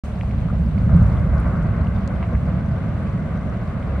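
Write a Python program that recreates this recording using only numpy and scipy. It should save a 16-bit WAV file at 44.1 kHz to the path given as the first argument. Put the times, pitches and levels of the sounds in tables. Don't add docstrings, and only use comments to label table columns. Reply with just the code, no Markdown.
import sys
import numpy as np
from scipy.fft import rfft, irfft, next_fast_len
from scipy.io import wavfile
from scipy.ndimage import uniform_filter1d, map_coordinates

SR = 44100
rng = np.random.default_rng(int(sys.argv[2]) if len(sys.argv) > 2 else 0)


def digitize_waveform(pressure):
    field = np.atleast_2d(pressure).T
    bounded = np.clip(field, -1, 1)
    quanta = np.round(bounded * 32767).astype(np.int16)
    wavfile.write(sys.argv[1], SR, quanta)


N = 176400


def amp(db):
    return 10 ** (np.asarray(db) / 20)


def along(points, hz):
    freqs, values = np.transpose(points)
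    return np.interp(np.log(hz + 1), np.log(freqs + 1), values)


def curve(rows):
    return np.interp(np.arange(N) / SR, *np.transpose(rows))


def wobble(per_s):
    return map_coordinates(rng.standard_normal(2048), [np.arange(N) * per_s / SR + 2], mode="wrap")


def filtered(x, response):
    n = x.shape[-1]
    padded = next_fast_len(n + SR // 4)
    return irfft(rfft(x, padded) * response(np.fft.rfftfreq(padded, 1 / SR)), padded)[..., :n]


def pan(db):
    return amp([[db], [-db]])


def add(out, start_s, sound):
    part = out[:, round(start_s * SR):][:, :sound.shape[-1]]
    part += sound[..., :part.shape[-1]]


def even(x, samples):
    power = uniform_filter1d(np.mean(x ** 2, axis=0), samples)
    return x / np.sqrt(np.abs(power) + 1e-9)


# frequency in Hz, left-right likeness.
FJORD_IMAGE = [(60, 0.97), (190, 0.97), (290, 0.95), (385, 0.65), (480, 0.65), (660, 0.83), (800, .65),
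               (950, 0.28), (1110, 0.83), (1520, 0.78), (1730, .42), (2080, 0.58), (2650, 0.28),
               (3300, -0.54), (4400, 0.0072)]

def rush(spectrum, image=FJORD_IMAGE):
    def mid_side_gains(hz):
        angle = np.arccos(np.clip(along(image, hz), -1, 1)) / 2
        return amp(along(spectrum, hz)) * [np.cos(angle), np.sin(angle)]
    mid, side = filtered(rng.standard_normal((2, N)), mid_side_gains)
    stereo = np.array([mid + side, mid - side])
    return stereo / np.sqrt(np.mean(stereo ** 2) + 1e-20)


# frequency in Hz, relative level in dB.
HISS_EQ = [(500, -35), (2500, 6), (4400, 2), (5500, -1.5), (6500, 2.5), (7400, 1.5), (8400, 0),
           (10000, -7.5), (11500, -9), (14000, -11.5), (15500, -18.5)]
# frequency in Hz, left-right likeness.
HISS_IMAGE = [(2500, .2), (4700, 0.26), (6000, .1), (7200, 0.73), (9000, 0.62), (14000, 1)]
# time in seconds, level in dB before trim.
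HISS_RIDE = [(0.04, -60), (0.13, -66), (0.55, -68), (0.8, -67), (1.15, -65), (1.3, -67), (1.9, -68.5),
             (3.0, -68), (4.0, -68)]

def hiss(trim_db=5, left_lag_s=0.000212):
    delays_s = left_lag_s * np.array([[.5], [-.5]])
    air = filtered(rush(HISS_EQ, HISS_IMAGE), lambda hz: np.exp(-2j * np.pi * hz * delays_s))
    return pan(-0.6) * amp(curve(HISS_RIDE) + trim_db + wobble(26)) * air


# frequency in Hz, relative level in dB.
WASH_EQ = [(100, 1.5), (300, -2), (430, -1.5), (600, 1), (820, -4), (1250, -10), (1750, -13.5), (2100, -14),
           (2900, -19), (4200, -27), (6000, -47.5), (14000, -93.5)]

def wash(level_db=-39.5):
    return amp(level_db + 0.95 * wobble(14)) * rush(WASH_EQ)


# time in seconds, level in dB before trim.
DRONE_RIDE = [(.04, -28), (.42, -19), (.8, -23.5), (1.33, -18.5), (1.6, -20), (2.0, -25), (2.7, -34.5),
              (3.2, -32.5), (3.5, -26), (3.75, -41), (3.95, -20.5)]

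def engine(firing_hz=67.4, drift_hz=1.84, trim_db=-2.5, swing_db=4.5, whine_hz=551, whine_db=-52.5):
    def tone(hz):
        return np.sqrt(2) * np.sin(2 * np.pi * np.cumsum(hz) / SR)
    drone_db = curve(DRONE_RIDE) + trim_db + swing_db * wobble(10)
    drone = amp(drone_db) * tone(firing_hz + drift_hz * wobble(14))
    whine = amp(whine_db + 1.5 * wobble(6.1)) * tone(whine_hz + 5 * wobble(22))
    return drone + whine


def fizz(pops_per_s=280, centre_hz=3580, octaves=1.4, ring_cycles=5.9, base_db=-59):
    out, t = np.zeros((2, N)), np.arange(SR // 200) / SR
    for when, smallness, pitch, side in rng.random((int(pops_per_s * N / SR), 4)):
        hz = centre_hz * 2 ** (octaves * (pitch - .5))
        pop = np.sin(2 * np.pi * hz * t) * np.exp(-2 * hz * t / ring_cycles)
        db = base_db - 4 * np.log(smallness + .04)
        add(out, when * N / SR, amp(db) * pan(8 * (side - .5)) * pop)
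    return out


# start in seconds, peak in dB, pitch in Hz,
# time to fall 60 dB in seconds, pan in dB.
ICE_CRACKS = [(0.211, -26, 2150, 0.0031, 3), (0.2112, -36, 3100, .003, -0.5), (.31, -36, 2200, 0.0061, 4),
              (.385, -43, 3800, 0.0013, -4), (.644, -49.5, 14100, 0.0011, 0.5), (.692, -52, 9000, .005, 1),
              (.779, -37, 2200, 0.0054, -7), (.785, -48.5, 4540, 0.013, -5),
              (0.9673, -42.5, 8200, 0.0016, 2.5), (1.0282, -40, 6560, 0.00069, -1.5),
              (1.099, -51, 4320, .009, 2), (1.17, -42, 3300, 0.0046, 0), (1.382, -41, 4680, 0.0011, -1),
              (1.403, -41.5, 9200, 0.0023, 3), (1.633, -52.5, 7500, .002, 10),
              (1.813, -47, 4160, 0.0068, -2), (1.87, -36.5, 2820, .009, 1), (1.963, -44.5, 3600, 0.012, 1),
              (2.076, -37, 4200, 0.0014, 6.5), (2.0773, -36, 6800, 0.0019, 5),
              (2.2265, -35, 2040, 0.023, 0), (2.226, -41, 2620, 0.02, 1), (2.162, -44, 3130, 0.0088, 2),
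              (2.352, -33, 2060, 0.009, 2), (3.032, -52, 8800, .003, 1), (3.069, -40.5, 2500, .008, 2),
              (3.178, -40, 2070, 0.0068, -6), (3.628, -52, 13800, .002, -1.5),
              (3.826, -34.5, 2220, .009, 3), (3.828, -43.5, 3200, .006, 0)]

def ice_ticks(attack_cycles=1.1):
    out, t = np.zeros((2, N)), np.arange(SR // 30) / SR
    for start_s, db, hz, t60, pan_db in ICE_CRACKS:
        attack = 1 - np.exp(-(t * hz / attack_cycles) ** 2)
        ring = np.sin(2 * np.pi * hz * t) * attack * amp(-60 * t / t60)
        add(out, start_s, amp(db) * pan(pan_db) * ring / np.abs(ring).max())
    return out


# start in seconds, peak in dB, pitch in Hz, width in octaves,
# time to fall 60 dB in seconds, pan in dB.
FINGER_KNOCKS = [(0.2325, -27, 630, 0.63, 0.033, 4), (.485, -30.5, 1300, 0.33, 0.022, 1),
                 (.5, -28, 1230, 0.19, 0.04, 1), (.525, -28, 554, 0.24, .08, 2),
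                 (0.892, -26, 1100, 0.4, 0.031, 2.5), (2.2266, -24.5, 1090, 0.72, 0.028, -0.5),
                 (2.232, -39, 2250, .25, 0.1, 0), (2.322, -26.5, 458, 0.32, 0.098, -1),
                 (2.348, -27, 1220, 0.48, 0.053, -0.5)]

def knocks(attack_s=0.0011):
    out, t = np.zeros((2, N)), np.arange(SR // 8) / SR
    for start_s, db, hz, octaves, t60, pan_db in FINGER_KNOCKS:
        noise = rng.standard_normal(len(t))
        band = filtered(noise, lambda f: np.exp(-.5 * (np.log2((f + 1) / hz) / octaves) ** 2))
        burst = band * (1 - np.exp(-t / attack_s)) * amp(-60 * t / t60)
        add(out, start_s, amp(db) * pan(pan_db) * burst / np.abs(burst).max())
    return out


# frequency in Hz, relative level in dB.
SPLASH_EQ = [(40, -39), (150, -14), (280, 5), (420, 0.5), (540, 4), (670, 4.5), (790, -5.5), (940, -4),
             (1130, -0.5), (1330, -5), (1520, -3), (1760, -12.5), (2080, -9), (2400, -21.5), (3200, -36.5),
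             (6000, -59.5), (14000, -120)]
# time in seconds, level in dB before trim.
SPLASH_RIDE = [(0.04, -46), (0.4, -46), (0.72, -45.5), (0.86, -41), (1.0, -41), (1.17, -37), (1.4, -36),
               (1.6, -36.5), (2.0, -38.5), (2.5, -40), (3.2, -40), (4.0, -39.5)]

def splash(trim_db=3):
    return amp(curve(SPLASH_RIDE) + trim_db + 1.34 * wobble(35.06)) * rush(SPLASH_EQ)


# frequency in Hz, relative level in dB.
SPRAY_EQ = [(250, -38), (420, -7.5), (600, -0.5), (800, -6.5), (950, -3.5), (1150, 2), (1350, 3.5),
            (1580, 0), (1800, -13), (2400, -23.5), (6000, -81.5)]
# crest time in seconds, level in dB, half length in seconds.
SPRAY_SURGES = [(1.002, -40.5, .07), (1.398, -43.5, 0.066), (1.602, -40.5, 0.13)]

def spray():
    t = np.arange(N) / SR
    swells = sum(amp(db) * np.exp(-.5 * ((t - at_s) / half_s) ** 2) for at_s, db, half_s in SPRAY_SURGES)
    return swells * rush(SPRAY_EQ)


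# start in seconds, peak in dB, pitch in Hz,
# time to fall 60 dB in seconds.
LOW_HITS = [(0.931, -5, 79, 0.12), (.947, -5.5, 162, 0.077), (0.992, -6, 113.2, 0.13),
            (1.014, -11, 80.3, .12), (1.056, -9.5, 99, 0.066), (1.315, -13.5, 69.3, .25),
            (1.68, -14.5, 71.6, 0.16), (1.801, -14.5, 87, .11), (1.968, -15.5, 65.5, 0.19),
            (2.341, -12.5, 67, 0.19), (2.478, -15, 137, 0.043), (2.561, -18.5, 167, 0.14),
            (2.678, -16, 194, 0.054), (2.715, -16.5, 144, 0.077), (3.145, -13, 161.4, 0.054)]

def thumps(rise_s=.008):
    out, t = np.zeros((2, N)), np.arange(SR // 2) / SR
    for start_s, db, hz, t60 in LOW_HITS:
        push = np.sin(2 * np.pi * hz * t) * (1 - np.exp(-t / rise_s)) * amp(-60 * t / t60)
        add(out, start_s, amp(db) * push / np.abs(push).max())
    return out


# frequency in Hz, relative level in dB.
ROAR_EQ = [(20, -58.5), (45, -33), (62, -15), (78, 2), (88, -2.5), (116, 2.5), (131, -3.5), (168, -.5),
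           (212, -4), (245, -12), (280, -19.5), (330, -37), (600, -67), (2000, -120)]
SUB_EQ = [(10, -23.5), (21, -13.5), (31, -1), (50, 16.5), (60, 14.5), (80, -4.5), (150, -80.5), (600, -120)]
# time in seconds, level in dB before trim.
ROAR_RIDE = [(.04, -29.5), (.22, -24), (.4, -20.5), (.7, -20.5), (.88, -15.5), (1.0, -24), (1.14, -19),
             (1.4, -21), (1.62, -19), (1.9, -20.5), (2.17, -23.5), (2.5, -20), (2.72, -22.5), (2.85, -21.5),
             (3.15, -23), (3.55, -24.5), (4.0, -25)]
SUB_RIDE = [(.04, -39), (.4, -30), (.8, -29), (1.0, -25), (1.28, -24.5), (1.48, -27), (1.66, -30.5),
            (1.85, -31.5), (2.15, -37.5), (2.6, -36.5), (4.0, -36.5)]

def rumble(roar_trim_db=-0.5, sub_trim_db=2.5):
    roar = amp(curve(ROAR_RIDE) + roar_trim_db) * even(rush(ROAR_EQ), samples=5000)
    sub = amp(curve(SUB_RIDE) + sub_trim_db) * even(rush(SUB_EQ), samples=9000)
    return roar + sub


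# frequency in Hz, relative level in dB.
CRASH_EQ = [(18, -31), (32, -1), (45, 6), (70, -2.5), (115, -1), (175, 6), (230, -10), (330, -33.5),
            (550, -20), (800, -27.5), (1400, -30.5), (1900, -44.5), (4000, -66), (12000, -120)]

def crash(start_s=0.904, level_db=-15.5, rise_s=0.013, hold_s=0.11, fall_db_per_s=83.5):
    t = np.arange(N) / SR - start_s
    attack = np.clip(t / rise_s, 0, 1)
    release = amp(-fall_db_per_s * np.maximum(t - hold_s, 0))
    return amp(level_db) * attack * release * even(rush(CRASH_EQ), samples=2500)


def scene():
    bass = pan(-.5) * (rumble() + crash() + engine() + thumps())
    water = pan(0.34) * (splash() + wash() + spray())
    return bass + water + hiss() + ice_ticks() + fizz() + knocks()


def record(dry, silence_s=.036, fade_samples=100, top_hz=15750):
    start = silence_s * SR
    gate = np.interp(np.arange(N), [start, start + fade_samples, N - fade_samples, N], [0, 1, 1, 0])
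    return filtered(dry * gate, lambda hz: hz < top_hz)


dry = scene()
out = record(dry)
digitize_waveform(out)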